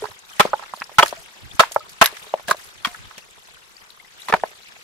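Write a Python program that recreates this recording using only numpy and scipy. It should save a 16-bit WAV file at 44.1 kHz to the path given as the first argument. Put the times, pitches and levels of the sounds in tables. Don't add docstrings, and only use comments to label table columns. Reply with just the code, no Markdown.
import sys
import numpy as np
from scipy import signal
from scipy.fft import rfft, irfft, next_fast_len
from scipy.io import wavfile
from scipy.ndimage import uniform_filter1d

SR = 44100
rng = np.random.default_rng(int(sys.argv[2]) if len(sys.argv) > 2 else 0)


def store_pcm(level_fs):
    pcm = np.round(np.clip(level_fs, -1, 1) * 32767).astype(np.int16)
    wavfile.write(sys.argv[1], SR, np.atleast_2d(pcm).T)


def volts_from_db(level):
    exponent = np.asarray(level, float) / 20
    return 10 ** exponent


N = 213179

# pitch_hz, level_db per Hz
RUMBLE_COLOUR = [(12, -28.5), (20, 1.5), (103, -3.5), (193, -3.5), (289, -23.5), (319, -13.5), (400, -6),
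                 (520, -5.5), (880, -120)]
# pitch_hz, level_db per Hz
BUFFET_COLOUR = [(12, -34.5), (20, -8.5), (102, 1.5), (136, -5.5), (190, -10.5), (325, -16.5), (450, -35.5),
                 (580, -63.5), (990, -120)]
# pitch_hz, level_db per Hz
TRICKLE_COLOUR = [(120, -49), (200, -7.5), (272, -14.5), (354, -8), (513, -9.5), (894, -3), (1510, -1.5),
                  (2980, -3.5), (3530, -3.5), (8000, -15.5), (10400, -43.5), (17600, -120)]
# pitch_hz, level_db per Hz
RUSTLE_COLOUR = [(1500, -28), (3000, -18.5), (6000, -6.5), (9000, -5.5), (12000, -7.5), (15700, -17.5)]
# pitch_hz, correlation (-1 to 1)
LIKENESS = [(60, -0.52), (180, -0.39), (550, 0.33), (1650, -0.36), (4970, 0.063), (15000, -0.11)]
# time_s, trickle_db
STIRRING = [(0, -43.5), (.21, -52.5), (.44, -42), (.62, -47.5), (.97, -51), (1.06, -43.5), (1.3, -48.5),
            (1.9, -49), (2.18, -45.5), (2.45, -50), (2.6, -46.5), (2.78, -50), (2.93, -46), (3.3, -52),
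            (4.1, -53), (4.25, -46.5), (4.6, -49.5), (4.83, -50)]
# middle_s, length_s, rustle_db
SLEEVE_BRUSHES = [(.06, .22, -50), (.37, .28, -50), (.58, .1, -50), (.79, .2, -50), (.95, .08, -49),
                  (1.2, .22, -50), (1.55, .09, -49), (1.74, .13, -48), (1.92, .09, -48), (2.2, .45, -49.5),
                  (2.63, .24, -47), (2.92, .14, -48), (4.27, .24, -49), (4.48, .2, -53)]
# start_s, length_s, buffet_db
ARM_SWINGS = [
    (1.415, .085, -37),
    (1.49, .1, -42),
    (2.74, .09, -51),
    (2.97, .13, -45),
]
# start_s, peak_db, pitch_hz
PLINKS = [(.1685, -43.5, 2120), (.2914, -39, 2380), (.3311, -33.5, 2960), (1.513, -29, 3360),
          (2.2258, -33.5, 3460), (2.2942, -35, 3700), (2.8055, -42.5, 3290), (3.2216, -40.5, 2600),
          (3.6287, -43.5, 2640), (3.7668, -32.5, 4570), (3.8142, -44, 2990), (3.9983, -35.5, 2040),
          (4.0467, -42, 1940), (4.2188, -28.5, 3710), (4.6319, -37, 3940), (4.6843, -45, 2620)]
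# pitch_hz, t60_s
BANK_DECAY = [(150, 0.22), (1000, 0.075), (4000, 0.06), (14000, 0.02)]
# start_s, peak_db, pitch_hz
BED_THUDS = [(.04, -36, 110), (.1, -40, 90), (.398, -9, 190), (.452, -19.5, 200), (.535, -35, 140),
             (.738, -35, 200), (.811, -31, 230), (.986, -12.5, 150), (1.028, -17, 270), (1.125, -32, 240),
             (1.594, -15, 170), (1.76, -33, 100), (2.013, -9.5, 210), (2.341, -32, 190), (2.483, -25, 200),
             (2.512, -25, 180), (2.871, -21, 229), (3.175, -37, 200), (4.295, -25, 240), (4.3362, -12, 185),
             (4.437, -32, 200)]
# start_s, length_s, level_db
SAND_SCRAPES = [
    (.412, .06, -35),
    (2.48, .032, -29),
    (2.515, .022, -31),
    (2.852, .03, -37),
    (4.283, .031, -29),
    (4.343, .032, -33),
]
# start_s, peak_db, pitch_hz, pan_db
FLAKE_HITS = [(.0564, -26, 4290, 5), (.1905, -33, 6600, 5), (.2507, -38, 3840, 11),
              (.2994, -33, 5590, -2.2), (.462, -23, 3800, -6), (.7645, -28, 4410, -2.2),
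              (.8015, -29, 5000, -12.5), (.8405, -29, 5260, 11.5), (1.0256, -15, 3850, 1.5),
              (1.029, -19, 3850, 6.5), (1.0495, -24, 3100, -3), (1.7953, -31, 4800, 1.5),
              (2.0445, -13, 3400, 4.5), (2.0585, -7, 3900, -8), (2.5284, -27, 4010, -3.5),
              (2.689, -34, 3650, -7), (2.8479, -24, 4340, -19), (3.3092, -37, 7450, 5),
              (3.545, -39.5, 2970, 17), (3.8396, -40.5, 2620, 9), (3.903, -33, 3900, 12),
              (4.6853, -31, 2620, 3)]
# start_s, peak_db, pitch_hz
GRIT_SPRAYS = [(1.0302, -14, 4600), (1.0495, -30, 6000), (1.0592, -22, 2510), (1.0691, -27, 4880),
               (1.0795, -21, 4250), (1.1078, -33, 6000), (1.744, -30, 12000), (2.0592, -13, 6000),
               (1.0904, -26, 4850), (1.7188, -23, 6800), (1.8933, -34, 4690), (2.4758, -31, 4400),
               (2.4845, -23, 4000), (2.5, -21, 3930), (2.5102, -13, 4000), (2.568, -36, 4000),
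               (2.642, -38, 10500), (3.1787, -36, 2620), (3.472, -43, 2620), (4.2853, -28, 3500),
               (4.338, -29, 4500)]
# start_s, peak_db
HEAD_CHATTER = [
    (2.0414, -4),
    (2.0504, -12),
    (2.0594, -1.2),
    (2.0864, -25),
]
# pitch_hz, level_db per Hz
GRIT_COLOUR = [(500, -28.5), (2500, -6.5), (6000, -5), (11000, -6.5), (15700, -16)]
# start_s, peak_db, pitch_hz, t60_s
SLAB_RINGS = [(.022, -10.5, 425, 0.078), (.500, -37, 1390, 0.049), (1.612, -16, 675, .07),
              (2.52, -25, 1150, .05), (2.52, -26, 1650, .05), (2.859, -30, 3250, .03),
              (2.059, -14, 11300, 0.032), (1.000, -16, 696, 0.16), (1.170, -33, 668, 0.091),
              (1.805, -27, 1277, 0.057), (2.486, -16, 684, .12), (2.878, -36, 713, 0.2)]
# start_s, peak_db, pitch_hz
FACE_SNAPS = [(.5334, -7, 1000), (.5366, -6, 900), (.8197, -13, 1600), (1.0258, -5, 1900),
              (.7377, -17, 1000), (.8953, -30, 900), (2.0139, -5, 2000), (1.0262, -15, 6500),
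              (1.031, -12, 6500), (2.0592, -7, 6500), (4.3245, -23, 9000), (1.0302, -3, 2000),
              (1.6357, -5, 1500), (1.7625, -3, 900), (2.0449, -10, 3600), (2.0515, -16, 3500),
              (2.0588, -1, 3500), (2.34, -4, 740), (2.5028, -22, 3800), (2.513, -3, 1500),
              (2.8482, -16, 2500), (4.2855, -21, 3300), (4.3262, -14, 1900), (4.327, -15, 4200),
              (4.338, -5, 800), (4.3402, -8, 2100), (4.4368, -6, 800)]
# start_s, peak_db,
# pitch_hz, held_s
HELD_MODES = [(.3965, -10, 835, .011), (.399, -8, 1280, .01), (.401, -11, 1045, .007),
              (.399, -13, 605, .009), (.398, -15, 420, .01), (.402, -19, 2340, .009),
              (.400, -18, 3470, .01), (.411, -13, 1300, .006), (.984, -9, 870, .013),
              (.9845, -5, 1325, .0145), (.986, -11, 1030, .014), (.986, -16, 1470, .012),
              (.985, -20, 2067, .01), (1.0265, -13, 2945, .007), (1.0255, -16, 3345, .01),
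              (1.0285, -8.5, 960, .006), (1.028, -11, 1254, .007), (1.029, -12, 600, .006),
              (1.597, -4, 1300, .01), (1.599, -9.5, 665, .012), (1.594, -11, 1040, .014),
              (1.594, -11.5, 885, .008), (1.599, -17, 1590, .009), (1.596, -19, 2970, .011),
              (1.599, -17, 3795, .009), (2.015, -6, 1305, .008), (2.0135, -12, 1045, .013),
              (2.0135, -16, 820, .013), (2.017, -14, 675, .011), (2.014, -16, 1580, .013),
              (2.017, -17, 1840, .01), (2.014, -21, 2470, .012), (2.014, -22, 2680, .013),
              (2.51, -11, 1220, .006), (2.51, -14, 1070, .006), (2.51, -17, 1500, .005),
              (2.511, -17, 1650, .006), (2.8475, -19, 1440, .004), (2.851, -20, 1140, .006),
              (2.8475, -18, 3250, .004), (2.853, -27, 2320, .004), (4.324, -14, 1265, .004),
              (4.324, -16, 1745, .005), (4.324, -13, 470, .005), (4.324, -17, 866, .004),
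              (4.3364, -4.5, 915, .004), (4.337, -9, 700, .004), (4.338, -14, 1470, .003),
              (4.345, -11, 690, .004),
              (.533, -16, 560, .005), (.533, -23, 1465, .006), (.5345, -12.5, 860, .0085),
                 (1.7621, -11, 595, .003), (1.7622, -14, 860, .002), (1.762, -19, 1270, .006),
                 (2.3396, -14, 605, .002), (2.349, -29, 620, .003), (4.4364, -16, 665, .0015),
                 (4.436, -20, 1070, .002), (.8193, -30, 950, .001), (.8193, -29, 2600, .001),
                 (1.6352, -14.5, 930, .002), (1.6352, -22, 1700, .001), (2.041, -18, 1150, .003),
                 (2.041, -19, 1750, .003), (2.033, -19, 1150, .003), (2.063, -24, 2050, .004),
                 (2.482, -25, 1650, .008), (2.0585, -18, 1550, .001), (4.2845, -22, 1050, .002),
                 (4.2845, -25, 1950, .002), (2.874, -33, 2100, .002), (.533, -28, 420, .005),
                 (1.000, -19, 1050, .005), (1.028, -20, 390, .008), (1.0265, -19, 3150, .006),
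                 (1.596, -17, 480, .014), (1.598, -15, 580, .01), (1.612, -24, 520, .012),
                 (2.51, -24, 400, .006), (2.51, -21, 620, .006), (2.8475, -27, 1900, .004),
                 (4.337, -16, 400, .008), (4.337, -17, 500, .005), (4.344, -19, 1280, .003),
                 (4.436, -25, 460, .003), (2.0585, -24, 1100, .002)]
# start_s, peak_db, ring_hz, pan_db
HARD_KNOCKS = [(.021, -18, 423, -3), (.040, -15, 800, -4), (.054, -17, 900, -8), (.4518, -4, 560, 5),
               (.5325, -14, 1300, -1.5), (.7365, -20, 877, -4.5), (.8192, -23, 900, -3.5),
               (.822, -21, 2050, -1.5), (1.0255, -4, 1900, -8.5), (1.029, 2, 800, 0),
               (1.126, -12.5, 570, 5), (1.626, -15, 1100, -4.5), (1.7612, -12, 1300, -5),
               (2.3388, -21, 2300, -.6), (2.494, -11, 640, -8), (2.509, -8, 1250, -.6),
               (2.512, -12, 1420, -1.5), (2.545, -20, 600, -1.5), (4.284, -16, 1000, -.6),
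               (4.3, -14, 480, -.6), (4.324, -10, 1800, -4.5), (4.3255, -9, 520, -.6), (4.3358, -3, 950, 0),
               (4.3385, -4, 1900, -4), (4.344, -8, 600, 3), (4.4356, -18, 1500, -1.5)]
# start_s, peak_db, ring_hz
SETTLING_TAPS = [(.067, -30, 1500), (.086, -28.5, 426), (.115, -33.5, 975), (.472, -23, 1120),
                 (.594, -22, 850), (.625, -25, 900), (.635, -24.5, 1100), (.774, -32.5, 585),
                 (.811, -25, 1340), (.894, -32, 950), (.916, -31, 493), (1.058, -16, 1450),
                 (1.713, -27, 650), (2.126, -26, 460), (2.243, -37.5, 783), (2.268, -29.5, 402),
                 (2.374, -32, 880), (2.396, -24.5, 720), (2.945, -25.5, 1240), (3.109, -30, 1100),
                 (4.294, -18.5, 850), (4.365, -27, 480), (4.381, -33, 430), (4.397, -33, 1400),
                 (4.457, -33, 1000), (4.514, -35.5, 436)]
# start_s, peak_db, ring_hz, pan_db
SANDY_GRINDS = [
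    (2.0445, -16, 1900, -5.5),
    (2.073, -20.5, 1310, -2.5),
    (2.168, -30, 1710, -2.2),
    (2.482, -21, 705, 5),
    (2.871, -24, 1200, -2.5),
    (3.18, -32, 500, 3),
]
# start_s, peak_db, ring_hz, crack_db, pan_db
HAMMER_BLOWS = [
    (0.396, -2, 800, -19.5, -1),
    (0.984, 5, 1040, -25, -0.5),
    (1.5945, 3.5, 1185, -23.5, 0.5),
    (2.0132, 5.5, 1080, -23.5, 4),
    (2.847, -20, 1550, -14.5, 0.5),
]
# pitch_hz, strength_db
ROCK_MODES = [(430, 2.5), (520, 0.5), (600, 3.5), (685, 2.5), (780, -2.5), (865, 4), (960, 0), (1055, -0.5),
              (1180, -5.5), (1295, 0.5), (1485, -2.5), (1690, 1), (1870, -2.5), (2040, -7), (2370, -5.5),
              (2690, -7), (2960, -5.5), (3370, -7.5), (3810, -6), (4220, -6)]
# pitch_hz, level_db, t60_s
STEEL_MODES = [(7900, -25.5, .03), (9000, -41, .03), (11400, -24, .04)]
# pitch_hz, level_db per Hz
CRACK_COLOUR = [(60, -25), (250, -12), (1000, 7.5), (3000, -2.5), (6000, -13.5), (11000, -21.5),
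                (16000, -26.5)]
# pitch_hz, left_over_right_db
PORT_BALANCE = [(60, 0.5), (600, -0.5), (1000, -1.5), (1600, 1), (3000, 1), (14000, 1)]
# pitch_hz, left_over_right_db
BODY_PAN = [(450, 3), (600, 8), (850, -3), (1040, -8), (1300, -2), (1500, 0), (3000, 3)]
# pitch_hz, left_lead_rad
BODY_LEAD = [(450, .4), (650, -.3), (900, -.7), (1050, 1), (1300, 1.3), (1550, 0), (2000, .4), (3200, 1.2)]

# t60_s at 1 kHz, full_scale_grit_db, grit_gain_db per dB softer, grit_brightness
HARD, SOFT, SANDY = (.019, -31, .4, 1.2), (.028, -30, .35, 1.8), (.028, -17, .35, 2.2)
# full_scale_t60_s, t60_gain_s per dB softer, hiss_db, hiss_gain_db per dB softer
FLAKE, SPRAY, HEAD = (.015, .0001, -32, .3), (.02, .0008, -12, 0), (.011, 0, -28, 0)
LEFT_RIGHT = np.array([[.5], [-.5]])


def unit(x):
    return x / np.sqrt(np.mean(x ** 2) + 1e-20)


def along(points, hz):
    f, v = np.transpose(points)
    return np.interp(np.log(hz + 1), np.log(f + 1), v)


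def filtered(x, response):
    n = x.shape[-1]
    size = next_fast_len(n + 512)
    return irfft(rfft(x, size) * response(np.fft.rfftfreq(size, 1 / SR)), size)[..., :n]


def canvas(seconds):
    return np.zeros((2, N)), np.arange(int(SR * seconds)) / SR


def add(track, start_s, sound, pan_db):
    at = track[:, round(start_s * SR):][:, :sound.shape[1]]
    at += sound[:, :at.shape[1]] * volts_from_db(pan_db * LEFT_RIGHT)


def swell(start_s, length_s):
    return np.sin(np.pi * np.clip((np.arange(N) / SR - start_s) / length_s, 0, 1)) ** 2


def burst(t, colour, t60, rise=.00024):
    puff = unit(filtered(rng.standard_normal((2, len(t))), colour))
    return puff * volts_from_db(-60 * t / (abs(t60) + .003)) * (1 - np.exp(-t / rise))


def rush(colour, patchy_db, patch=(8, 6)):
    z = signal.stft(rng.standard_normal((2, N)), nperseg=256)[2]
    field = uniform_filter1d(rng.standard_normal(z.shape[1:]), patch[0], 0)
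    field = uniform_filter1d(field, patch[1], 1)
    pair = signal.istft(z * volts_from_db(patchy_db * unit(field)), nperseg=256)[1][:, :N]

    def mid_side(hz):
        angle = np.arccos(np.clip(along(LIKENESS, hz), -1, 1)) / 2
        return volts_from_db(along(colour, hz)) * [np.cos(angle), np.sin(angle)]

    mid, side = filtered(pair, mid_side)
    return unit(np.array([mid + side, mid - side]))


def surroundings():
    t = np.arange(N) / SR
    trickle_db = np.interp(t, *np.transpose(STIRRING))
    stirred_db = trickle_db + 52
    shake = sum((t > s) * volts_from_db(-34 + db - 60 * np.abs(t - s) / .35) for s, db, hz in BED_THUDS)
    rumble = volts_from_db(-61 + .4 * stirred_db) + shake
    brush = sum(volts_from_db(db) * swell(s - length / 2, length) for s, length, db in SLEEVE_BRUSHES)
    rustle = np.hypot(volts_from_db(-57.5 + .4 * stirred_db), brush)
    low = rumble * rush(RUMBLE_COLOUR, patchy_db=3.5)
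    water = volts_from_db(trickle_db + 2.5) * rush(TRICKLE_COLOUR, patchy_db=4, patch=(6, 3))
    leaves = rustle * rush(RUSTLE_COLOUR, patchy_db=4.5, patch=(24, 2))
    return low + water * volts_from_db(1.18 * LEFT_RIGHT) + leaves * volts_from_db(.84 * LEFT_RIGHT)


def arm_swings():
    level = sum(volts_from_db(db) * np.sqrt(swell(s, length)) for s, length, db in ARM_SWINGS)
    return level * rush(BUFFET_COLOUR, patchy_db=4, patch=(8, 5))


def bubble(t, hz, cycles):
    u = t * hz / cycles
    return np.sin(2 * np.pi * hz * t * (1 + .053 * u)) * u * np.exp(1 - 4 * u) * 4


def bubbles(count=1100):
    out, t = canvas(1 / 30)
    for s, db, hz in PLINKS:
        add(out, s, volts_from_db(db - 6.5) * np.tile(bubble(t, hz, cycles=24), (2, 1)), pan_db=13)
    for when, size, pitch, side in rng.random((count, 4)):
        tiny = bubble(t[:500], 1000 * 11 ** pitch, cycles=4.9)
        pair = np.array([tiny, -tiny * np.sign(side - .4)])
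        level_db = -60 - 3.6 * np.log(size + .03)
        add(out, when * N / SR, volts_from_db(level_db) * pair, 12 * side - 3)
    return out


def bank_echoes(x):
    hz, t, z = signal.stft(rng.standard_normal((2, SR // 4)), SR, nperseg=256)
    tail = signal.istft(z * volts_from_db(-60 * t / along(BANK_DECAY, hz)[:, None]), SR, nperseg=256)[1]
    return signal.fftconvolve(x, tail / np.linalg.norm(tail[0]), axes=1)[:, :N]


def bed_thuds():
    out, t = canvas(1 / 6)
    for s, db, hz in BED_THUDS:
        swing = np.sin(2 * np.pi * hz * t + np.array([[0], [1.3]]))
        shape = volts_from_db(-60 * t * hz / 7) * (1 - np.exp(-t / .001))
        add(out, s, volts_from_db(db - 1) * swing * shape, pan_db=-1.5)
    return out


def sand_scrapes():
    spikes = rng.standard_normal((2, N)) ** 3
    grains = unit(filtered(spikes, lambda f: volts_from_db(along(CRACK_COLOUR, f / 1.2))))
    return grains * sum(volts_from_db(db) * swell(s, length) ** .2 for s, length, db in SAND_SCRAPES)


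def chips():
    out, t = canvas(1 / 16)
    chatter = [(s, db, 11500, -4.5) for s, db in HEAD_CHATTER]
    sprays = [(*row, .6) for row in GRIT_SPRAYS]
    for rows, (decay, longer, hiss_db, gain) in ((FLAKE_HITS, FLAKE), (sprays, SPRAY), (chatter, HEAD)):
        for s, db, hz, pan_db in rows:
            t60 = abs(decay - longer * db) + .002
            width_hz = 300 + .03 * hz
            tick = burst(t, lambda f: 1 / np.hypot(1, ((f - hz) / width_hz) ** 2), t60, rise=.0001)
            hiss = burst(t, lambda f: volts_from_db(along(GRIT_COLOUR, f)), t60, rise=.0004)
            ping = 1.38 * np.sin(2 * np.pi * hz * t) * volts_from_db(-60 * t / (.62 * t60))
            add(out, s, volts_from_db(db - 9) * (ping + tick + volts_from_db(hiss_db - gain * db + 17.5) * hiss), pan_db)
    return out


def slabs():
    out, t = canvas(1 / 5)
    for s, db, hz, t60 in SLAB_RINGS:
        tone = volts_from_db(db - 60 * t / t60) * np.sin(2 * np.pi * hz * t) * (1 - np.exp(-t / .0025))
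        add(out, s, np.tile(tone, (2, 1)), pan_db=0)
    return out


def face_snaps():
    out = np.zeros((2, N))
    t = np.arange(-SR // 200, SR // 200) / SR
    for s, db, hz in FACE_SNAPS:
        lead = along(BODY_LEAD, hz) * LEFT_RIGHT
        swing = np.exp(-(t * hz / .75) ** 2) * np.cos(2 * np.pi * hz * t + lead)
        add(out, s + t[0], volts_from_db(db + .5) * swing, along(BODY_PAN, hz))
    return out


def held_modes():
    out, t = canvas(1 / 16)
    for s, db, hz, held_s in HELD_MODES:
        swell_in = 1 - np.exp(-t / min(.0008, held_s / 6))
        sag_db = -150 * t
        damping_db = -60 * np.maximum(t - held_s, 0) / .018
        lead = along(BODY_LEAD, hz) * LEFT_RIGHT
        tone = np.sin(2 * np.pi * hz * t + lead)
        add(out, s, volts_from_db(db + 3.2) * swell_in * volts_from_db(sag_db + damping_db) * tone, along(BODY_PAN, hz))
    return out


def rock_ring(t, hz, t60, below_db, above_db, apart, rise):
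    modes, strength_db = np.transpose(ROCK_MODES)[..., None]
    modes = modes * (1 + .009 * rng.standard_normal(modes.shape))
    octave = np.log2(modes / hz)
    slope_db = np.where(octave < 0, -below_db * octave, above_db * octave ** 2)
    level = volts_from_db(slope_db + strength_db + 2.2 * rng.standard_normal(modes.shape))
    fade = level * volts_from_db(-60 * t / (abs(t60) + .001) * (modes / hz) ** .24)
    shift = apart * np.log2(modes / 330) * rng.standard_normal((2, len(ROCK_MODES), 1))
    out = (fade * np.sin(2 * np.pi * modes * t + shift)).sum(1) * (1 - np.exp(-(t / rise) ** 2))
    return out / np.abs(out).max()


def knocks():
    out, t = canvas(1 / 14)
    taps = [(*row, -3) for row in SETTLING_TAPS]
    for rows, (decay, grit_db, gain, bright) in ((HARD_KNOCKS, HARD), (taps, SOFT), (SANDY_GRINDS, SANDY)):
        for s, db, hz, pan_db in rows:
            t60 = decay * (1000 / hz) ** .25
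            grit = burst(t, lambda f: volts_from_db(along(CRACK_COLOUR, f / bright)), 1.4 * t60)
            grit = volts_from_db(grit_db - gain * db + 6.5) * grit
            body = rock_ring(t, hz, t60, below_db=-23.5, above_db=-13, apart=.3, rise=.0011)
            add(out, s, volts_from_db(db - .5) * (body + grit), pan_db)
    return out


def hammer_blows():
    out, t = canvas(1 / 5)
    late = np.maximum(t - .0132, 0)
    for s, db, hz, crack_db, pan_db in HAMMER_BLOWS:
        force = rng.standard_normal(len(t)) ** 3 * volts_from_db(-40 * late / .009) * (1 - np.exp(-t / .00023))
        driven = rock_ring(t, hz, .037, below_db=-6, above_db=-11, apart=.5, rise=.00063)
        driven = signal.fftconvolve(driven, force[None], axes=1)[:, :len(t)]
        free = rock_ring(t, hz, .065, below_db=-14.5, above_db=-11, apart=.56, rise=.00082)
        free = free * (volts_from_db(-60 * late / .011) + volts_from_db(-29.5))
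        body = volts_from_db(-10) * free + volts_from_db(-9) * driven / np.abs(driven).max()
        crack = burst(t, lambda f: volts_from_db(along(CRACK_COLOUR, f)), t60=9)
        crack = crack * (volts_from_db(-60 * late / .017) + volts_from_db(-10 - 60 * late / .2))
        crack = filtered(crack, lambda f: (.5 + (f / 3000) ** 2) / (1 + (f / 3000) ** 2))
        steel = sum(volts_from_db(g + rng.normal(0, 3) - 60 * t / t60) * np.sin(2 * np.pi * f * t)
                    for f, g, t60 in STEEL_MODES)
        add(out, s, volts_from_db(db) * (body + volts_from_db(crack_db + 15) * (crack + steel)), pan_db)
    return out


def scene():
    rocks = chips() + slabs() + face_snaps() + held_modes() + knocks() + hammer_blows()
    rocks = filtered(rocks, lambda hz: (1j * hz / (255 + 1j * hz)) ** 4)
    stream = surroundings() + arm_swings() + bubbles()
    return stream + bed_thuds() + sand_scrapes() + volts_from_db(-18.5) * bank_echoes(rocks) + rocks


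def low_pass(x):
    return signal.sosfilt(signal.butter(12, 15820, fs=SR, output="sos"), x)


def record(dry):
    ports = filtered(dry, lambda hz: volts_from_db(along(PORT_BALANCE, hz) * LEFT_RIGHT))
    squeezed = ports / (1 + np.abs(ports / 3.85) ** 3) ** (1 / 3)
    limited = filtered(squeezed, lambda hz: np.clip((15900 - hz) / 250, 0, 1))
    return low_pass(np.clip(limited, -1, 1))


dry = scene()
out = record(dry)
store_pcm(out)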